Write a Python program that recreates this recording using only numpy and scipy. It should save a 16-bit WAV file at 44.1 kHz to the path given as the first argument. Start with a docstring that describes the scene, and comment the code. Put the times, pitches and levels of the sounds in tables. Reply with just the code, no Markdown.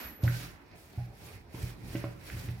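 """Dough hisses on a floured counter, then a wooden pin rubs and rumbles over it, with thumps and knocks.
Sliding and rolling are flickering noise in narrow bands; crushed flour adds a fine crackle to the hiss.
A thin, high whistle at the start is a wavering tone with a noisy fringe; uneven pressure makes the rumble.
Short pushes make the counter ring; snaps and crackles make the pin and counter ring.
A small kitchen answers the blows and clacks, over a quiet room tone."""
import sys
import numpy as np
from scipy import signal
from scipy.io import wavfile

SR = 44100
rng = np.random.default_rng(int(sys.argv[2]) if len(sys.argv) > 2 else 0)


def output_pcm(signal):
    """Save a mono or channel-first signal as 16-bit PCM at the path in sys.argv[1].

    Samples are clipped to [-1, 1] before scaling.
    """
    pcm = np.clip(np.atleast_2d(signal).T, -1, 1) * 32767
    wavfile.write(sys.argv[1], SR, np.round(pcm).astype(np.int16))


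N = 114660  # length in samples, 2.6 s

# the ways the counter rings: (f/Hz, level/dB, time to fall by 60 dB/s)
COUNTER_MODES = [(48.3, -12.5, 0.85), (92, -5, 0.12), (120.76, -0.5, 0.34), (164, -16, 0.55),
                 (185.3, -13.5, 0.25), (254, -1, 0.026), (319, -10, 0.2), (416, -10, 0.017),
                 (570.4, -11.5, 0.19), (632, -14, 0.08), (748, -24, 0.18), (1054, -10, 0.045),
                 (1197, -24.5, 0.12)]


def sliding_dough():
    """Dough turned on flour: friction gives a low rub and a bright hiss, each with its own loudness curve."""
    # strength of the slide before the trims below: (t/s, rub level/dB, hiss level/dB)
    strokes = [(0, -40, -47), (.05, -41, -50), (.114, -49.5, -57), (.205, -56, -71), (.24, -46, -48.5),
               (.31, -44, -47.5), (.37, -49.5, -43.5), (.44, -44.5, -46.5), (.55, -55, -61.5),
               (.62, -56, -77)]
    # colour of the rub, in relative noise density: (f/Hz, level/dB)
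    rub_colour = [(180, -8), (300, 8.5), (365, -3.5), (424, -12), (458, -4), (1040, -4.5), (1130, -4),
                  (2020, -2.5), (4000, -21), (5200, -44), (8800, -120)]
    # colour of the hiss, in relative noise density: (f/Hz, level/dB)
    hiss_colour = [(2200, 12.5), (2800, -3.5), (4000, 2.5), (5760, 0), (8420, -7), (12300, -1.5),
                   (16000, -8.5)]
    rub_trim_db, hiss_trim_db = -3.5, -2
    rub_gain, hiss_gain = gains(strokes)
    rub = rub_gain * from_db(rub_trim_db) * rubbing(rub_colour)
    hiss_noise = banded_noise(hiss_colour, patchy_db=0.65, flicker_hz=25) + flour()
    return rub + hiss_gain * from_db(hiss_trim_db) * hiss_noise


def rolling_pin():
    """Wood rubs along the palms and over the floured dough, louder and softer with each stroke."""
    # strength of the strokes before the trims below: (t/s, rub level/dB, hiss level/dB)
    strokes = [(.62, -70.5, -79), (.74, -62.5, -78), (.765, -64, -64.5), (.87, -68, -67), (1.0, -62, -67),
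               (1.12, -69, -73), (1.23, -60.5, -60.5), (1.35, -58.5, -61), (1.47, -73.5, -81.5),
               (1.55, -58.5, -59.5), (1.625, -55, -54.5), (1.70, -57, -57.5), (1.77, -67.5, -71.5),
               (1.89, -59, -58.5), (1.98, -53, -55.5), (2.06, -57, -64), (2.17, -68, -71),
               (2.275, -55, -55.5), (2.325, -54, -56.5), (2.36, -56.5, -58), (2.395, -56, -52),
               (2.45, -56, -56), (2.49, -58, -62.5), (2.6, -65, -68)]
    # colour of the rub, in relative noise density: (f/Hz, level/dB)
    rub_colour = [(180, -15), (300, -21), (393, 2), (505, -2.5), (999, -8.5), (1790, -3.5), (2000, -8),
                  (2480, 0.5), (2920, -41), (4000, -7), (5200, -16), (8800, -120)]
    # colour of the hiss, in relative noise density: (f/Hz, level/dB)
    hiss_colour = [(2200, -14), (2800, 16), (3500, 4), (4600, 10.5), (5800, 6.5), (8100, 5), (12200, 8),
                   (14500, 5), (16000, -7)]
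    rub_trim_db, hiss_trim_db = 4, 3
    rub_gain, hiss_gain = gains(strokes)
    rub = rub_gain * from_db(rub_trim_db) * rubbing(rub_colour)
    hiss_noise = banded_noise(hiss_colour, patchy_db=1.24, flicker_hz=29.6) + flour()
    return rub + hiss_gain * from_db(hiss_trim_db) * hiss_noise


def rubbing(colour):
    """Uneven friction that also makes the counter ring softly; rms about 1."""
    counter_ring_db = -20
    rub = banded_noise(colour, patchy_db=0.7, flicker_hz=29.8)
    return rub + from_db(counter_ring_db) * rms_one(ring(rub, COUNTER_MODES))


def flour():
    """Tiny grains of flour crushed and dragged: random clicks of mixed size make a fine bright crackle."""
    grains_per_s, size_spread_db, level_db = 1100, 5, -23
    signs = rng.choice([-1, 1], (2, N))
    sizes = from_db(size_spread_db * np.minimum(rng.exponential(1, (2, N)), 5))
    grains = signs * sizes * (rng.random((2, N)) < grains_per_s / SR)
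    # the tiny offset keeps the filter off exact silence
    return from_db(level_db) * rms_one(band(grains + 1e-18, 1900, 22500))


def whistle():
    """A thin, wavering high whistle near 11.9 kHz with a noisy fringe, fading out within 0.4 s."""
    # loudness curve of the whistle: (t/s, level/dB)
    loudness = [(0, -53), (.06, -51), (.14, -55), (.2, -63), (.27, -53), (.31, -57), (.36, -70)]
    pitch_hz, waver_hz, flutter_db = 11885, 32, 3
    fringe_width_hz, fringe_db = 350, -2  # width of each of the two resonances
    tone = np.sin(2 * np.pi * np.cumsum(pitch_hz + waver_hz * drift(23)) / SR)
    flutter = from_db(flutter_db * np.array([drift(40), drift(40)]))
    fringe = resonance(rng.standard_normal((2, N)), pitch_hz, fringe_width_hz)
    fringe = resonance(fringe, pitch_hz, fringe_width_hz)
    return gains(loudness)[0] * (rms_one(tone * flutter) + from_db(fringe_db) * rms_one(fringe))


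def rumble():
    """Uneven pressure shakes the counter and makes it ring."""
    # weight of the work on the counter, before the trims below: (t/s, level/dB)
    weight = [(0, -51.5), (.2, -57.5), (.44, -47.5), (.6, -63), (.9, -54.5), (1.27, -51), (1.5, -54),
              (1.65, -36.5), (1.78, -50), (1.92, -42.5), (2.05, -45), (2.19, -51.5), (2.33, -42.5),
              (2.5, -41), (2.6, -48.5)]
    # colour of the shaking, in relative noise density: (f/Hz, level/dB)
    colour = [(42, -1.5), (80, 2), (120, -5), (150, -0.5), (220, -11.5), (380, -9.5), (520, -31),
              (900, -16)]
    shake_db, ring_db = -3, -8.5
    shake = banded_noise(colour, patchy_db=2.5, flicker_hz=7.9)
    counter = rms_one(ring(shake, COUNTER_MODES))
    return gains(weight)[0] * (from_db(shake_db) * shake + from_db(ring_db) * counter)


def blows():
    """Each blow is a short push that makes the counter ring: soft ones thud, hard ones knock."""
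    # pushes, a low centre being soft and a high one hard; the width is that of each of two resonances:
    # (t/s, strength/dB, centre f/Hz, width/Hz)
    pushes = [(0.2331, -17, 104, 139), (0.269, -23.5, 136, 140), (.975, -26.5, 95, 120),
              (1.008, -42.5, 116, 130), (1.265, -43.5, 91, 100), (1.543, -35, 174, 417),
              (1.628, -26.5, 75, 98), (1.689, -59, 99, 150), (1.897, -36, 94, 100),
              (1.951, -22.5, 271, 400), (2.0407, -25.5, 454, 1350), (2.329, -27, 77, 92),
              (2.366, -31.5, 90, 120), (2.42, -39.5, 132, 198), (2.488, -31.5, 154, 262)]
    room_db, left_minus_right_db = -7, -2
    force = 0
    for start_s, strength_db, hz, width_hz in pushes:
        push = from_db(strength_db) * signal.unit_impulse(N, int(start_s * SR))
        force = force + resonance(resonance(push, hz, width_hz), hz, width_hz)
    body = ring(force, COUNTER_MODES)
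    return pan(left_minus_right_db) * (body + from_db(room_db) * kitchen(body))


def clacks():
    """Each contact is a snap and a dying crackle that make the pin and the counter ring."""
    # slaps of dough and clacks of the pin, before the left-right balance:
    # (t/s, strength/dB, low edge f/Hz, high edge f/Hz, time for the crackle to fall by 60 dB/s)
    contacts = [(.237, -42.5, 450, 840, 0.064), (.2375, -50.5, 2030, 7700, 0.027),
                (0.2772, -38, 1310, 2640, 0.015), (.664, -74, 3300, 6070, 0.023),
                (.714, -67.5, 3300, 6140, 0.02), (.979, -48.5, 610, 846, .2),
                (1.545, -52.5, 390, 990, 0.048), (1.628, -53, 3000, 14100, 0.029),
                (1.953, -46.5, 1420, 3570, 0.069), (2.0414, -47, 800, 2400, 0.036),
                (2.2999, -46.5, 1350, 2730, 0.01), (2.487, -52.5, 1190, 4100, .025)]
    # the ways the pin rings: (f/Hz, level/dB, time to fall by 60 dB/s)
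    pin_modes = [(1560, -5, .11), (1756, -14, .12), (1997, -19, .12), (2350, -22, .09)]
    snap_db = 8.5  # the first snap over the start of the crackle, before filtering
    pin_db, counter_db, room_db, left_minus_right_db = -38, -37, -1, -4.5
    cracks = np.zeros(N + SR)
    t = np.arange(SR // 4) / SR
    for start_s, strength_db, low_hz, high_hz, t60_s in contacts:
        burst = rng.choice([-1, 1], len(t)) * from_db(-60 * t / t60_s)
        burst[0] = from_db(snap_db)
        crack = band(band(burst, low_hz, high_hz), low_hz, high_hz)
        # the strength is the level if all the energy is spread over 10 ms
        crack = crack / np.sqrt(np.sum(crack ** 2) / (.01 * SR))
        start = int(start_s * SR)
        cracks[start:start + len(t)] += from_db(strength_db) * crack
    cracks = cracks[:N]
    pin = from_db(pin_db) * ring(cracks, pin_modes)
    counter = from_db(counter_db) * ring(cracks, COUNTER_MODES)
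    wood = cracks + pin + counter
    return pan(left_minus_right_db) * (wood + from_db(room_db) * kitchen(wood))


def kitchen(x):
    """Reflections of a small room: a dying noise tail, different at each microphone."""
    t60_s, low_hz, top_hz = 0.68, 212, 5660
    t = np.arange(SR // 2) / SR
    noise = band(rng.standard_normal((2, len(t))), low_hz, top_hz)
    tail = noise * from_db(-60 * t / t60_s) * (t > .004)  # reflections start after 4 ms
    # sets the average power gain inside the band to about 1
    tail *= np.sqrt(2 * (top_hz - low_hz) / SR / np.sum(tail ** 2, axis=1, keepdims=True))
    return signal.fftconvolve(x[None], tail, axes=1)[:, :N]


def room_tone():
    """The quiet of the kitchen: a steady bed of mostly low noise that flickers slowly."""
    # colour of the quiet room, in relative noise density: (f/Hz, level/dB)
    colour = [(30, -40), (55, -1), (100, 3), (185, 2.5), (340, 0), (450, -5), (774, -5.5), (1130, -9.5),
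              (2280, -23), (4610, -24), (8400, -55), (14700, -33), (16000, -40)]
    level_db = -57.5
    return from_db(level_db) * banded_noise(colour, patchy_db=2.5, flicker_hz=7)


def banded_noise(colour, patchy_db, flicker_hz):
    """Stereo noise in narrow bands whose levels flicker partly together; rms 1."""
    # how alike the two microphones hear a pitch: (f/Hz, left-right correlation from -1 to 1)
    likeness = [(60, 1), (150, 0.84), (300, 0.65), (600, .5), (1400, -0.07), (2600, 0.23), (5000, -0.27),
                (10000, 0)]
    # balance of the two microphones: (f/Hz, left minus right level/dB)
    balance = [(60, -2), (300, -3), (700, 1.5), (1500, -6), (2800, -3), (5500, -2.5), (9000, 0.5),
               (15000, -0.5)]
    low_hz, high_hz = colour[0][0], colour[-1][0]
    edges = np.geomspace(low_hz, high_hz, int(2.7 * np.log2(high_hz / low_hz)) + 2)
    white = rng.standard_normal((2, 2, N))  # neighbouring bands take turns between two noises
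    together = drift(flicker_hz)
    out = 0
    for k, (low_hz, high_hz) in enumerate(zip(edges, edges[1:])):
        mid, side = band(white[k % 2], low_hz, high_hz)
        hz = np.sqrt(low_hz * high_hz)
        alike = np.clip(at_hz(likeness, hz), -1, 1)
        flicker_db = patchy_db * (together + drift(flicker_hz))
        gain = from_db(at_hz(colour, hz) + flicker_db) * pan(at_hz(balance, hz))
        # mid is shared by both sides, side has opposite signs
        stereo = np.sqrt(1 + alike) * mid + np.sqrt(1 - alike) * side * [[1], [-1]]
        out = out + gain * stereo
    return rms_one(out)


def ring(force, modes):
    """A body rings in several modes, each a dying sine driven by the force."""
    out = 0
    for hz, level_db, t60_s in modes:
        decay = from_db(-60 / (t60_s * SR))  # per sample
        turn = 2 * np.pi * hz / SR  # radians per sample
        feedback = [1, -2 * decay * np.cos(turn), decay * decay]
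        out = out + from_db(level_db) * signal.lfilter([0, np.sin(turn)], feedback, force + 1e-18)
    return out


def resonance(x, hz, width_hz):
    """Two-pole resonance that favours one pitch, with gain 1 at its peak."""
    return signal.lfilter(*signal.iirpeak(hz, hz / width_hz, fs=SR), x + 1e-18)


def band(x, low_hz, high_hz):
    """Keep the sound between two frequencies (Butterworth band-pass)."""
    edges = [low_hz, min(high_hz, .48 * SR)]
    return signal.sosfilt(signal.butter(2, edges, "band", fs=SR, output="sos"), x)


def drift(rate_hz):
    """Slow random wander of spread 1: smoothed noise made at every 40th sample."""
    step = 40
    r = np.exp(-2 * np.pi * step * rate_hz / SR)
    noise = rng.standard_normal(N // step + 2002)
    slow = signal.lfilter([1], [1, -2 * r, r * r], noise)[2000:]  # drop the filter's start
    return np.interp(np.arange(N) / step, np.arange(len(slow)), rms_one(slow))


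def gains(rows):
    """Each dB column of a curve as a gain in time, fading away outside its span."""
    times, *columns = np.transpose(rows)
    t = np.arange(N) / SR
    outside_s = np.maximum(0, np.maximum(times[0] - t, t - times[-1]))
    fade = np.exp(-outside_s / .02)
    return [from_db(np.interp(t, times, column)) * fade for column in columns]


def at_hz(points, hz):
    """Read a table between its points on a log-frequency axis, as pitch is heard."""
    table_hz, values = np.array(points).T
    return np.interp(np.log(hz), np.log(table_hz), values)


def pan(db):
    """Left and right gains for a left-minus-right level difference."""
    return from_db(np.array([[db], [-db]]) / 2)


def from_db(db):
    """Decibels to gain."""
    return 10 ** (np.asarray(db) / 20)


def rms_one(x):
    """Scale to rms 1."""
    return x / np.sqrt(np.mean(x ** 2) + 1e-20)


def scene():
    """Work at the counter over the quiet kitchen; the rubbing reaches the left microphone a little later."""
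    left_lag_s = .00027
    left, right = sliding_dough() + rolling_pin()
    left = np.pad(left, (int(left_lag_s * SR), 0))[:N]
    friction = np.array([left, right])
    return friction + whistle() + rumble() + blows() + clacks() + room_tone()


def record(dry):
    """The deepest bass is rolled off and the top is cut steeply."""
    low_cut_hz, top_cut_hz = 44.4, 15900
    dry = signal.sosfilt(signal.butter(4, low_cut_hz, "high", fs=SR, output="sos"), dry)
    return signal.sosfilt(signal.ellip(12, .1, 90, top_cut_hz, fs=SR, output="sos"), dry)


dry = scene()
out = record(dry)
output_pcm(out)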